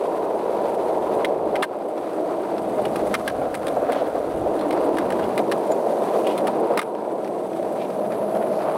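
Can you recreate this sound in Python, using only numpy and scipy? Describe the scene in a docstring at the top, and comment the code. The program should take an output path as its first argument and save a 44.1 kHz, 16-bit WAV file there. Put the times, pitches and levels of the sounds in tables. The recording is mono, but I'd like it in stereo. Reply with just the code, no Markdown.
"""Skateboards roll over asphalt and concrete paving, one of them right under a moving camera.
The road's grain drums through the wheels into the deck; grit crackles, hardware rattles, bearings hiss,
and a drone and moving air lie underneath. Jolts, snapping pebbles and wheel clacks over joints break in,
a board pops up a kerb, soles and wheels scrape sideways, and a board later lands back on the road.
The camera's limiter ducks the rolling after the hardest blows."""
import sys
import numpy as np
from scipy import signal
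from scipy.fft import rfft, irfft, next_fast_len
from scipy.io import wavfile
from scipy.ndimage import uniform_filter1d, map_coordinates

SR = 44100
rng = np.random.default_rng(int(sys.argv[2]) if len(sys.argv) > 2 else 0)


def master_out(mix):
    """Clip the mix to full scale and print it as 16-bit PCM to the path in sys.argv[1]."""
    frames = np.transpose(np.atleast_2d(mix))
    ceiling = np.clip(frames, -1, 1)
    pcm = np.round(ceiling * 32767).astype(np.int16)
    wavfile.write(sys.argv[1], SR, pcm)


N = 386757

# the ride as the ground changes; the sources trim these levels further:
# [time_s, deck_rumble_db, wheel_growl_db, bearing_hiss_db]
GROUND_RIDE = [(0.0, -22.5, -35, -57.5), (1.15, -21, -33.5, -55.5), (1.4, -22, -35.5, -61),
               (1.75, -20, -33, -57), (2.1, -20, -30.5, -52.5), (2.65, -22.5, -33, -55.5),
               (3.05, -22, -33, -51), (3.22, -26.5, -34.5, -51.5), (3.4, -22.5, -32.5, -55),
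               (3.6, -26.5, -36.5, -57.5), (3.75, -23, -35, -54), (3.92, -21, -31, -57.5),
               (4.25, -25, -37, -57), (4.75, -21, -31.5, -56), (5.3, -23.5, -32.5, -54.5),
               (5.75, -21.5, -36, -54), (6.3, -20, -33, -51), (6.65, -21.5, -32.5, -59.5),
               (7.1, -20, -34.5, -55), (7.85, -25, -36, -53.5), (8.2, -25, -37.5, -59),
               (8.77, -24, -28.5, -58)]
# the ringing of wood and truck: [pitch_hz, relative_level_db, t60_s]
BOARD_MODES = [(990, 7, 0.033), (1233, 5, 0.027), (1573, 4, 0.027), (1813, 3, 0.018), (2110, 0.5, 0.027),
               (2424, -6.5, 0.035), (2905, -0.5, 0.023), (3266, -5, 0.033), (3660, -6, 0.041),
               (4080, -8, 0.053), (4840, -6.5, 0.033)]
# colour of a dry crack: [pitch_hz, relative_level_db]
CRACK_COLOUR = [(400, -8), (1200, 12.5), (2000, 5.5), (3900, -0.5), (5800, -7), (12000, -61)]
# colour of clicking metal: [pitch_hz, relative_level_db]
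METAL_COLOUR = [(3000, -38), (5500, -5.5), (7000, 0.5), (8800, 10.5), (10800, 8.5), (13000, -2),
                (16000, -1)]


def amp(db):
    """Decibels to gain."""
    return np.exp(np.asarray(db) * np.log(10) / 20)


def unit(x):
    """Scale to rms 1."""
    return x / np.sqrt(np.mean(x ** 2) + 1e-20)


def along(points, hz):
    """Interpolate (Hz, value) points on a log frequency axis."""
    f, v = np.transpose(points)
    return np.interp(np.log(hz + 1), np.log(f + 1), v)


def curves(rows):
    """One value per sample for each column after the time."""
    s, *cols = np.transpose(rows)
    return [np.interp(np.arange(N) / SR, s, c) for c in cols]


def during(span, fade_s):
    """1 inside the span and 0 outside, with soft edges."""
    t = np.arange(N) / SR
    return np.clip(np.minimum(t - span[0], span[1] - t) / fade_s + .5, 0, 1)


def wobble(rate):
    """A smooth random curve, rate knots a second."""
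    knots = rng.standard_normal(int(N * rate / SR) + 4)
    return map_coordinates(knots, [np.arange(N) * rate / SR])


def filtered(x, response):
    """Filter x by a response given as a function of frequency."""
    m = next_fast_len(N + 8192)
    return irfft(rfft(x, m) * response(np.fft.rfftfreq(m, 1 / SR)), m)[..., :N]


def body(x, spectrum):
    """Ring x through a causal, minimum-phase body with this spectrum; the result has rms 1."""
    size = 4096
    cepstrum = irfft(np.log(amp(along(spectrum, np.fft.rfftfreq(size, 1 / SR)))))
    # folding the cepstrum forward in time makes the body respond only after the blow
    cepstrum[1:size // 2] *= 2
    cepstrum[size // 2 + 1:] = 0
    impulse = irfft(np.exp(rfft(cepstrum)))
    return unit(signal.oaconvolve(x, impulse)[:N])


def stones(rate, spread_db):
    """Tiny impacts of either sign at random times, rate a second, with capped log-normal sizes; rms 1."""
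    chance, size = rng.random(N), np.minimum(rng.standard_normal(N), 2)
    at = np.flatnonzero(chance < rate / SR)
    signs = np.sign(chance[at] - rate / SR / 2)
    impacts = np.zeros(N)
    impacts[at] = signs * amp(spread_db * size[at])
    return unit(impacts)


def noise(spectrum):
    """Smooth noise with this spectrum; rms 1."""
    return body(rng.standard_normal(N), spectrum)


def narrow(hz, width_hz):
    """One resonance shaken at random, at half amplitude width_hz off its centre; rms 1."""
    return unit(filtered(rng.standard_normal(N), lambda f: 1 / (1 + ((f - hz) / width_hz) ** 2)))


def spread(direct, spectrum, side_db):
    """Direct sound in the middle plus scattered sound of opposite sign left and right."""
    side = amp(side_db) * noise(spectrum)
    return np.array([direct + side, direct - side])


def add(track, s, sound):
    """Mix a sound into the track at time s."""
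    part = track[round(s * SR):][:len(sound)]
    part += sound[:len(part)]


def deck():
    """The road's grain shakes the deck; its ring shifts during the push, and resonances sing on some ground."""
    # the loaded deck: [pitch_hz, relative_level_db]
    loaded_colour = [(140, -36), (230, -16), (264, -11), (335, -0.5), (448, 1), (492, 0.5), (625, 2),
                     (692, -1.5), (777, -2), (873, -15), (980, -11), (1300, -31.5), (1690, -48),
                     (2860, -120)]
    # the deck under one foot: [pitch_hz, relative_level_db]
    light_colour = [(140, -26), (215, -9), (260, 0), (300, -2), (355, -5), (440, 3.5), (520, 4.5), (630, 5),
                    (770, 2), (860, -23), (960, -16), (1300, -16), (1690, -26), (2860, -120)]
    # the loaded deck's clearest resonances: [pitch_hz, width_hz, lift_db]
    clear_modes = [(442, 19, 2), (823, 31, 1.5), (936, 79, 1)]
    # how strongly three resonances sing, relative to the rumble: [time_s, low_db, main_db, high_db]
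    sing_levels = [(0, -30, -26, -14), (1.2, -15, -20, -12), (2.2, -9.5, -4.5, -39), (3.5, -11, -10.5, -34),
                   (4.9, -6, -10, -12), (5.9, -14, -11, -15.5), (7.1, -11.5, -22, -13.5),
                   (7.5, -8, -3, -22), (8.77, -15, -1, -17)]
    # those three resonances: [pitch_hz, half_width_hz]
    sing_modes = [(318, 39), (630, 52), (940, 77)]
    # the rumble wavers with the unevenness of the paving
    uneven_db, uneven_per_s = 0.42, 30
    # the rumble dips while the wheels skip from jolt to jolt
    judder_s, judder_dip_db = (3.76, 4.15), -2.5
    # the rider takes one foot off to push
    push_s, push_fade_s = (3.2, 4.36), 0.18

    def resonant(f):
        response = 1
        for hz, width, db in clear_modes:
            damping = 1j * f * width
            response = response + (amp(db) - 1) * damping / (hz * hz - f * f + damping)
        return response

    roll_db = curves(GROUND_RIDE)[0] + uneven_db * wobble(uneven_per_s)
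    roll_db = roll_db + judder_dip_db * during(judder_s, fade_s=0.037)
    pushing = during(push_s, push_fade_s)
    loaded = body(filtered(stones(rate=2500, spread_db=2), resonant), loaded_colour)
    light = body(stones(rate=1500, spread_db=2.5), light_colour)
    # equal-power crossfade between the two deck colours
    shake = np.sqrt(1 - pushing) * loaded + np.sqrt(pushing) * light
    singing = sum(amp(db) * narrow(hz, width) for db, (hz, width) in zip(curves(sing_levels), sing_modes))
    return amp(roll_db) * spread(unit(shake + singing), loaded_colour, side_db=-25.0)


def grit_level():
    """Grit in dB: it rises with both the growl of rough ground and the hiss of fast wheels."""
    _, growl_db, hiss_db = curves(GROUND_RIDE)
    return (growl_db + hiss_db) / 2 - 5.5


def wheels():
    """Wheels growl and crush grit as stones strike them; rough patches lift both, and the bearing hiss less."""
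    # wheel growl: [pitch_hz, relative_level_db]
    growl_colour = [(500, -46.5), (780, 0.5), (940, 0), (1100, -3.5), (1400, -9), (1800, -21.5),
                    (2600, -22.5), (5000, -53)]
    # crushed grit: [pitch_hz, relative_level_db]
    grit_colour = [(900, -39), (1600, 6), (2150, 1.5), (2700, -3.5), (3500, -2), (4700, -5), (5800, -18),
                   (7500, -24), (12000, -48)]
    # bearing hiss: [pitch_hz, relative_level_db]
    hiss_colour = [(3500, -23), (5800, 1.5), (6800, -2), (7500, -1), (8400, 2.5), (9300, 1.5), (10700, 2),
                   (12000, -1.5), (13200, -3), (15800, -12)]
    _, growl_db, hiss_db = curves(GROUND_RIDE)
    patches_db = 1.7 * wobble(35)
    growl = spread(body(stones(rate=1800, spread_db=5.5), growl_colour), growl_colour, side_db=-14.5)
    grit = spread(body(stones(rate=1800, spread_db=1.5), grit_colour), grit_colour, side_db=-10.5)
    hiss = body(stones(rate=13000, spread_db=7.0), hiss_colour)
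    return (growl * amp(growl_db - 3.0 + patches_db)
            + grit * amp(grit_level() + patches_db)
            + hiss * amp(hiss_db + patches_db / 2))


def rattle():
    """Loose hardware ticks against the board and rings it, louder on gritty ground and on concrete."""
    ticks_per_s, size_spread_db = 75, 3
    below_grit_db = -4
    # the stretch of slabs shakes it harder
    concrete_s, concrete_db = (3.3, 6.5), 0.5
    t = np.arange(SR // 20) / SR
    ticks = stones(rate=ticks_per_s, spread_db=size_spread_db)
    hz, db, t60 = np.transpose(BOARD_MODES)[:, :, None]
    modes = amp(db - 60 * t / t60) * np.sin(2 * np.pi * hz * t)
    click_fade = amp(-60 * t / 0.059)
    rings, clicks = np.zeros((2, N))
    metal = noise(METAL_COLOUR)
    # every tick shares its energy among the modes in a new way
    shares = rng.standard_normal(N + len(BOARD_MODES))
    for at in np.flatnonzero(ticks):
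        add(rings, at / SR, ticks[at] * unit(shares[at:at + len(BOARD_MODES)]) @ modes)
        add(clicks, at / SR, abs(ticks[at]) * click_fade)
    level_db = grit_level() + below_grit_db + concrete_db * during(concrete_s, fade_s=.1)
    return amp(level_db) * (unit(rings) + amp(-5.5) * unit(clicks * metal))


def low_end():
    """The deck's slow bending drones; moving air buffets the microphone, mostly apart left and right."""
    # the drone: [pitch_hz, relative_level_db]
    drone_colour = [(60, -63), (105, -17), (140, -7), (165, -8), (203, 3.5), (250, -1.5), (330, -21.5),
                    (600, -68.5)]
    # the drone over time, before its trim: [time_s, level_db]
    drone_levels = [(0.0, -45), (2.4, -40), (3.05, -32.5), (3.4, -45), (3.7, -43), (3.95, -51),
                    (5.3, -34.5), (5.8, -39.5), (6.6, -37), (7.1, -37.5), (8.77, -36)]
    # moving air: [pitch_hz, relative_level_db]
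    air_colour = [(15, -9), (30, -3), (65, 6.5), (100, 6.5), (160, 11), (400, -59.5)]
    # gusts on the microphone, before their trim: [time_s, level_db]
    gust_levels = [(0.0, -61), (1.55, -54.5), (2.1, -64), (3.0, -49), (3.7, -48.5), (4.05, -60), (4.4, -42),
                   (4.6, -53.5), (5.25, -49.5), (5.5, -72), (7.1, -74), (7.8, -63), (8.2, -77)]
    air_db, = curves(gust_levels)
    drone_db, = curves(drone_levels)
    drone = amp(drone_db + 1.3) * noise(drone_colour)
    flutter_db = 1.3 * wobble(7.3)
    return drone + amp(air_db + 5.5 + flutter_db) * spread(noise(air_colour), air_colour, side_db=1.5)


def bumps():
    """Uneven paving jolts the wheels: a hollow shudder of the deck that swells and fades."""
    # dull bumps of the wheels, before a common trim: [start_s, level_db]
    jolts = [(0.541, -20), (2.778, -13), (3.412, -17), (3.761, -12.5), (3.818, -12.5), (3.887, -11),
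             (3.956, -13), (4.013, -12.5), (4.067, -14.5), (4.148, -15), (4.178, -17), (4.452, -15),
             (5.236, -13.5), (5.393, -12), (5.701, -11.5), (5.782, -20), (5.859, -14.5), (6.155, -16),
             (6.435, -16), (6.544, -20), (6.701, -12), (8.353, -14)]
    # the hollow shudder: [pitch_hz, relative_level_db]
    thud_colour = [(170, -39.5), (320, -17), (470, -4), (610, -2), (760, -8), (900, -20.5), (1500, -33.5),
                   (3500, -58)]
    rise_s, fade_s = 0.0039, .02
    out, t = np.zeros(N), np.arange(SR // 16) / SR
    swell = (1 - np.exp(-t / rise_s)) * np.exp(-(t / fade_s) ** 2)
    thud = noise(thud_colour)
    for s, db in jolts:
        shudder = unit(swell * thud[round(s * SR):][:len(t)])
        add(out, s, amp(db - 12) * shudder)
    return out


def pebbles():
    """A pebble pinched under a wheel gives one short, dry snap of decaying noise."""
    # snaps: [start_s, starting_level_db]
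    pinches = [(0.748, -40), (1.978, -31), (2.581, -31), (5.144, -44), (6.137, -41), (6.95, -34),
               (7.246, -31), (7.276, -33), (7.532, -35), (7.627, -38), (7.903, -36), (8.12, -35),
               (8.35, -37), (8.369, -39)]
    t60_s = 0.036
    snaps, t = np.zeros(N), np.arange(SR // 20) / SR
    for s, db in pinches:
        add(snaps, s, amp(db - 60 * t / t60_s))
    return snaps * (noise(CRACK_COLOUR) + amp(-17) * noise(METAL_COLOUR))


def clacks():
    """Each clack is two quick contacts; each rings the board, with a dry crack and a click of the metal truck."""
    # hard contacts of wheels, tail and trucks, with two favoured ring pitches, the second's level relative
    # to the first; crack, click and second contact are relative levels too:
    # [start_s, strength_db, first_ring_hz, second_ring_hz, second_ring_db, crack_db, metal_click_db,
    #  second_contact_delay_s, second_contact_db]
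    contacts = [(1.246, -8, 2130, 3220, -6, -3.5, -20.5, .0054, -10),
                (1.555, -15.5, 2150, 2900, -4, -2, -18.5, 0.0072, -5),
                (1.624, -7, 1070, 3320, -1, -8, -23.5, .003, 5.5),
                (1.63, 0, 1900, 3250, -8, -4, -26, 0.0025, -2),
                (1.639, -5, 1050, 3300, -8, -11, -21, 0.0068, -14),
                (1.639, -8, 1560, 1830, -7, -16, -27, 0.006, 0),
                (2.8524, -17, 2920, 2550, 0, -1.5, -17, 0.0019, -7),
                (2.958, -17, 1300, 2470, 0, -1.5, -12.5, 0.0033, -13),
                (3.1408, -3, 1360, 2150, 0.5, 2.5, -18.5, 0.0086, -6.5),
                (3.277, -4, 1560, 1980, -16, 2, -19, 0.021, -19),
                (3.542, -22.5, 1890, 2900, -15, 2.5, -9.5, 0.0082, 2.5),
                (3.6674, -23, 1690, 3570, 3, 2.5, -8, .013, -0.5),
                (3.92, -21, 1900, 3300, -3, 2, -10.5, 0.0094, -7),
                (4.592, -29.5, 1550, 4000, 3, 0, -12, 0.018, 1),
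                (4.7068, -19.5, 2070, 3600, -11, 2, -14, 0.019, -3),
                (4.774, -26.5, 1500, 2100, 4, -3, -23, 0.013, -9),
                (4.969, -19.5, 1780, 2840, -6, -1, -16, 0.015, 5),
                (5.103, -17, 1730, 2800, -11, -2, -17, 0.019, -1),
                (5.193, -20, 1620, 3300, -12, -8, -25, 0.005, -9),
                (5.23, -27.5, 1470, 2900, 6, -4, -25, 0.0086, 3),
                (5.3772, -14.5, 2380, 4050, -9, 1, -13.5, 0.013, -9),
                (5.5143, -14.5, 1790, 3500, -10, 3.5, -15, 0.0062, 0),
                (5.716, -33, 1620, 4900, 3, 3, -1, 0.0028, -6),
                (6.268, -18, 2850, 2470, -8, -5, -14.5, 0.0035, -10),
                (6.3001, -26, 2850, 3300, -6, -6, -22, 0.015, -2),
                (6.3425, -35, 2400, 3600, -3, -7, -22, .002, -8),
                (6.377, -23, 2150, 3600, 2, 0, -7, 0.0067, -9),
                (6.47, -17.5, 1773, 2900, -6, 1.5, -12.5, 0.007, -5),
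                (6.774, -6, 1240, 2020, -2, 2, -16, .0063, -22),
                (6.791, -3, 1300, 3300, -5, -3, -18, .0015, -7),
                (6.7926, -2, 1250, 2200, 2, -3, -29, 0.0064, -12),
                (6.815, -9.5, 1400, 1950, -1, 1, -13.5, 0.012, -8)]
    # hard blows ring more than they crack: the crack gains only crack_grows dB per dB of blow
    medium_blow_db, crack_trim_db, crack_grows = -19.5, -27, 0.73
    # modes near the favoured pitches are lifted above the bleed level that all modes get
    ring_trim_db, bleed_db, reach_octaves = -12.5, -20.5, 0.25
    ring, crack, click = np.zeros((3, N))
    t = np.arange(SR // 16) / SR
    hz, level_db, t60 = np.transpose(BOARD_MODES)[:, :, None]
    attack = 1 - np.exp(-t / 0.0013)
    near = lambda centre_hz: np.exp(-(np.log2(hz / centre_hz) / reach_octaves) ** 2)
    for start, first_db, first_ring_hz, second_ring_hz, second_ring_db, crack_db, metal_db, delay, second_db in (
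            contacts):
        favour = near(first_ring_hz) + amp(second_ring_db) * near(second_ring_hz) + amp(bleed_db)
        for s, db in (start, first_db), (start + delay, first_db + second_db):
            size, detune = rng.standard_normal((2, len(BOARD_MODES), 1))
            strengths = unit(favour * amp(level_db + 1.7 * size)) * rng.choice([-1, 1], size.shape)
            tones = np.sin(2 * np.pi * hz * (1 + 0.021 * detune) * t)
            modes = strengths * amp(-60 * t / t60) * tones
            add(ring, s, amp(db + ring_trim_db) * attack * modes.sum(0))
            blow_db = crack_trim_db + crack_db + crack_grows * (db - medium_blow_db)
            add(crack, s, attack * amp(blow_db - 60 * t / 0.034))
            add(click, s, attack * amp(db + metal_db - 60 * t / 0.026))
    return ring + crack * noise(CRACK_COLOUR) + click * noise(METAL_COLOUR)


def treble_swells():
    """Bands of treble noise, narrow or broad, swell and fade, like bearing hiss and ringing trucks."""
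    # bands: [start_s, end_s, level_db, centre_hz, half_width_hz]
    bands = [(1.4, 3.4, -64, 8200, 260), (5.709, 5.738, -43, 7020, 130), (6.77, 6.94, -52, 10200, 1200),
             (6.7, 7.97, -62, 8300, 340), (7.6, 9.2, -55, 10800, 1300)]
    out = np.zeros(N)
    for start, end, db, hz, width_hz in bands:
        swell = np.sin(np.linspace(0, np.pi, max(int((end - start) * SR), 2)))
        add(out, start, amp(db) * swell * narrow(hz, width_hz)[:len(swell)])
    return out


def scuffs():
    """Soles and wheels scrape sideways: each scrape is a swell of coarse slips in a broad resonance."""
    # scrapes: [start_s, end_s, level_db, centre_hz]
    scrapes = [(3.827, 4.04, -36.5, 1250), (3.872, 4.05, -47, 3000), (6.229, 6.356, -42.5, 2700),
               (7.76, 7.87, -42.5, 2380), (8.101, 8.144, -37, 1361), (8.407, 8.44, -40, 1574),
               (8.583, 8.647, -42, 1350), (8.46, 8.68, -55, 4500)]
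    slips_per_s, size_spread_db = 600, 3
    out = np.zeros(N)
    for start, end, db, hz in scrapes:
        resonance = [(hz / 3, -28), (hz, 0), (2 * hz, -16), (4 * hz, -38)]
        slips = body(stones(rate=slips_per_s, spread_db=size_spread_db), resonance)
        swell = np.sin(np.linspace(0, np.pi, max(int((end - start) * SR), 2)))
        add(out, start, amp(db) * swell * unit(slips[:len(swell)]))
    return out


def street(x):
    """Ground, kerb and walls scatter a weak, short answer."""
    t = np.arange(SR // 3) / SR
    tail = rng.standard_normal((2, len(t))) * amp(-60 * t / 0.075)
    tail = tail / np.linalg.norm(tail[0])
    return x + amp(-18.5) * signal.fftconvolve(x[None], tail, axes=1)[:, :N]


def released(cut_db, db_per_s):
    """Follow each peak of the cut at once and let it go at a steady rate."""
    fall_db = db_per_s * np.arange(N) / SR
    return np.maximum.accumulate(cut_db + fall_db) - fall_db


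def limiter(x):
    """Loud blows push the gain down, so the rolling ducks after them and creeps back."""
    threshold_db, averaging_s = -11.5, 0.0029
    emphasis_hz = 913  # where the extra sensitivity to treble starts
    # quick release at first, then a slow creep of a share of the cut
    release_db_per_s, creep_db_per_s, creep_share = 43, 4.5, 0.7
    sensed = filtered(x, lambda hz: np.hypot(1, np.minimum(hz, 3000) / emphasis_hz))
    power = np.abs(uniform_filter1d(np.mean(sensed ** 2, axis=0), int(averaging_s * SR)))
    over_db = np.maximum(10 * np.log10(power + 1e-12) - threshold_db, 0)
    quick_db = released(over_db, release_db_per_s)
    creep_db = released(creep_share * over_db, creep_db_per_s)
    return x * amp(-np.maximum(quick_db, creep_db))


def scene():
    """All sources, the boards leaning slightly to the left; small boards radiate almost no deep bass."""
    # stereo lean: [pitch_hz, left_minus_right_db]
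    balance = [(200, .3), (700, 1.3), (1290, 2.6), (2380, 2.6), (4400, 1), (8120, .4)]
    low_cut_hz = 85
    impacts = street(clacks() + rattle() + pebbles() + scuffs())
    boards = deck() + bumps() + wheels() + treble_swells() + impacts
    lean = lambda hz: amp(np.outer([.5, -.5], along(balance, hz)))
    low_cut = lambda hz: 1 - np.exp(-(hz / low_cut_hz) ** 2)
    return filtered(boards, lambda hz: lean(hz) * low_cut(hz)) + low_end()


def record(dry):
    """The camera limits the level and keeps nothing above its band limit."""
    top_hz = 15900
    return filtered(limiter(dry), lambda hz: hz < top_hz)


dry = scene()
out = record(dry)
master_out(out)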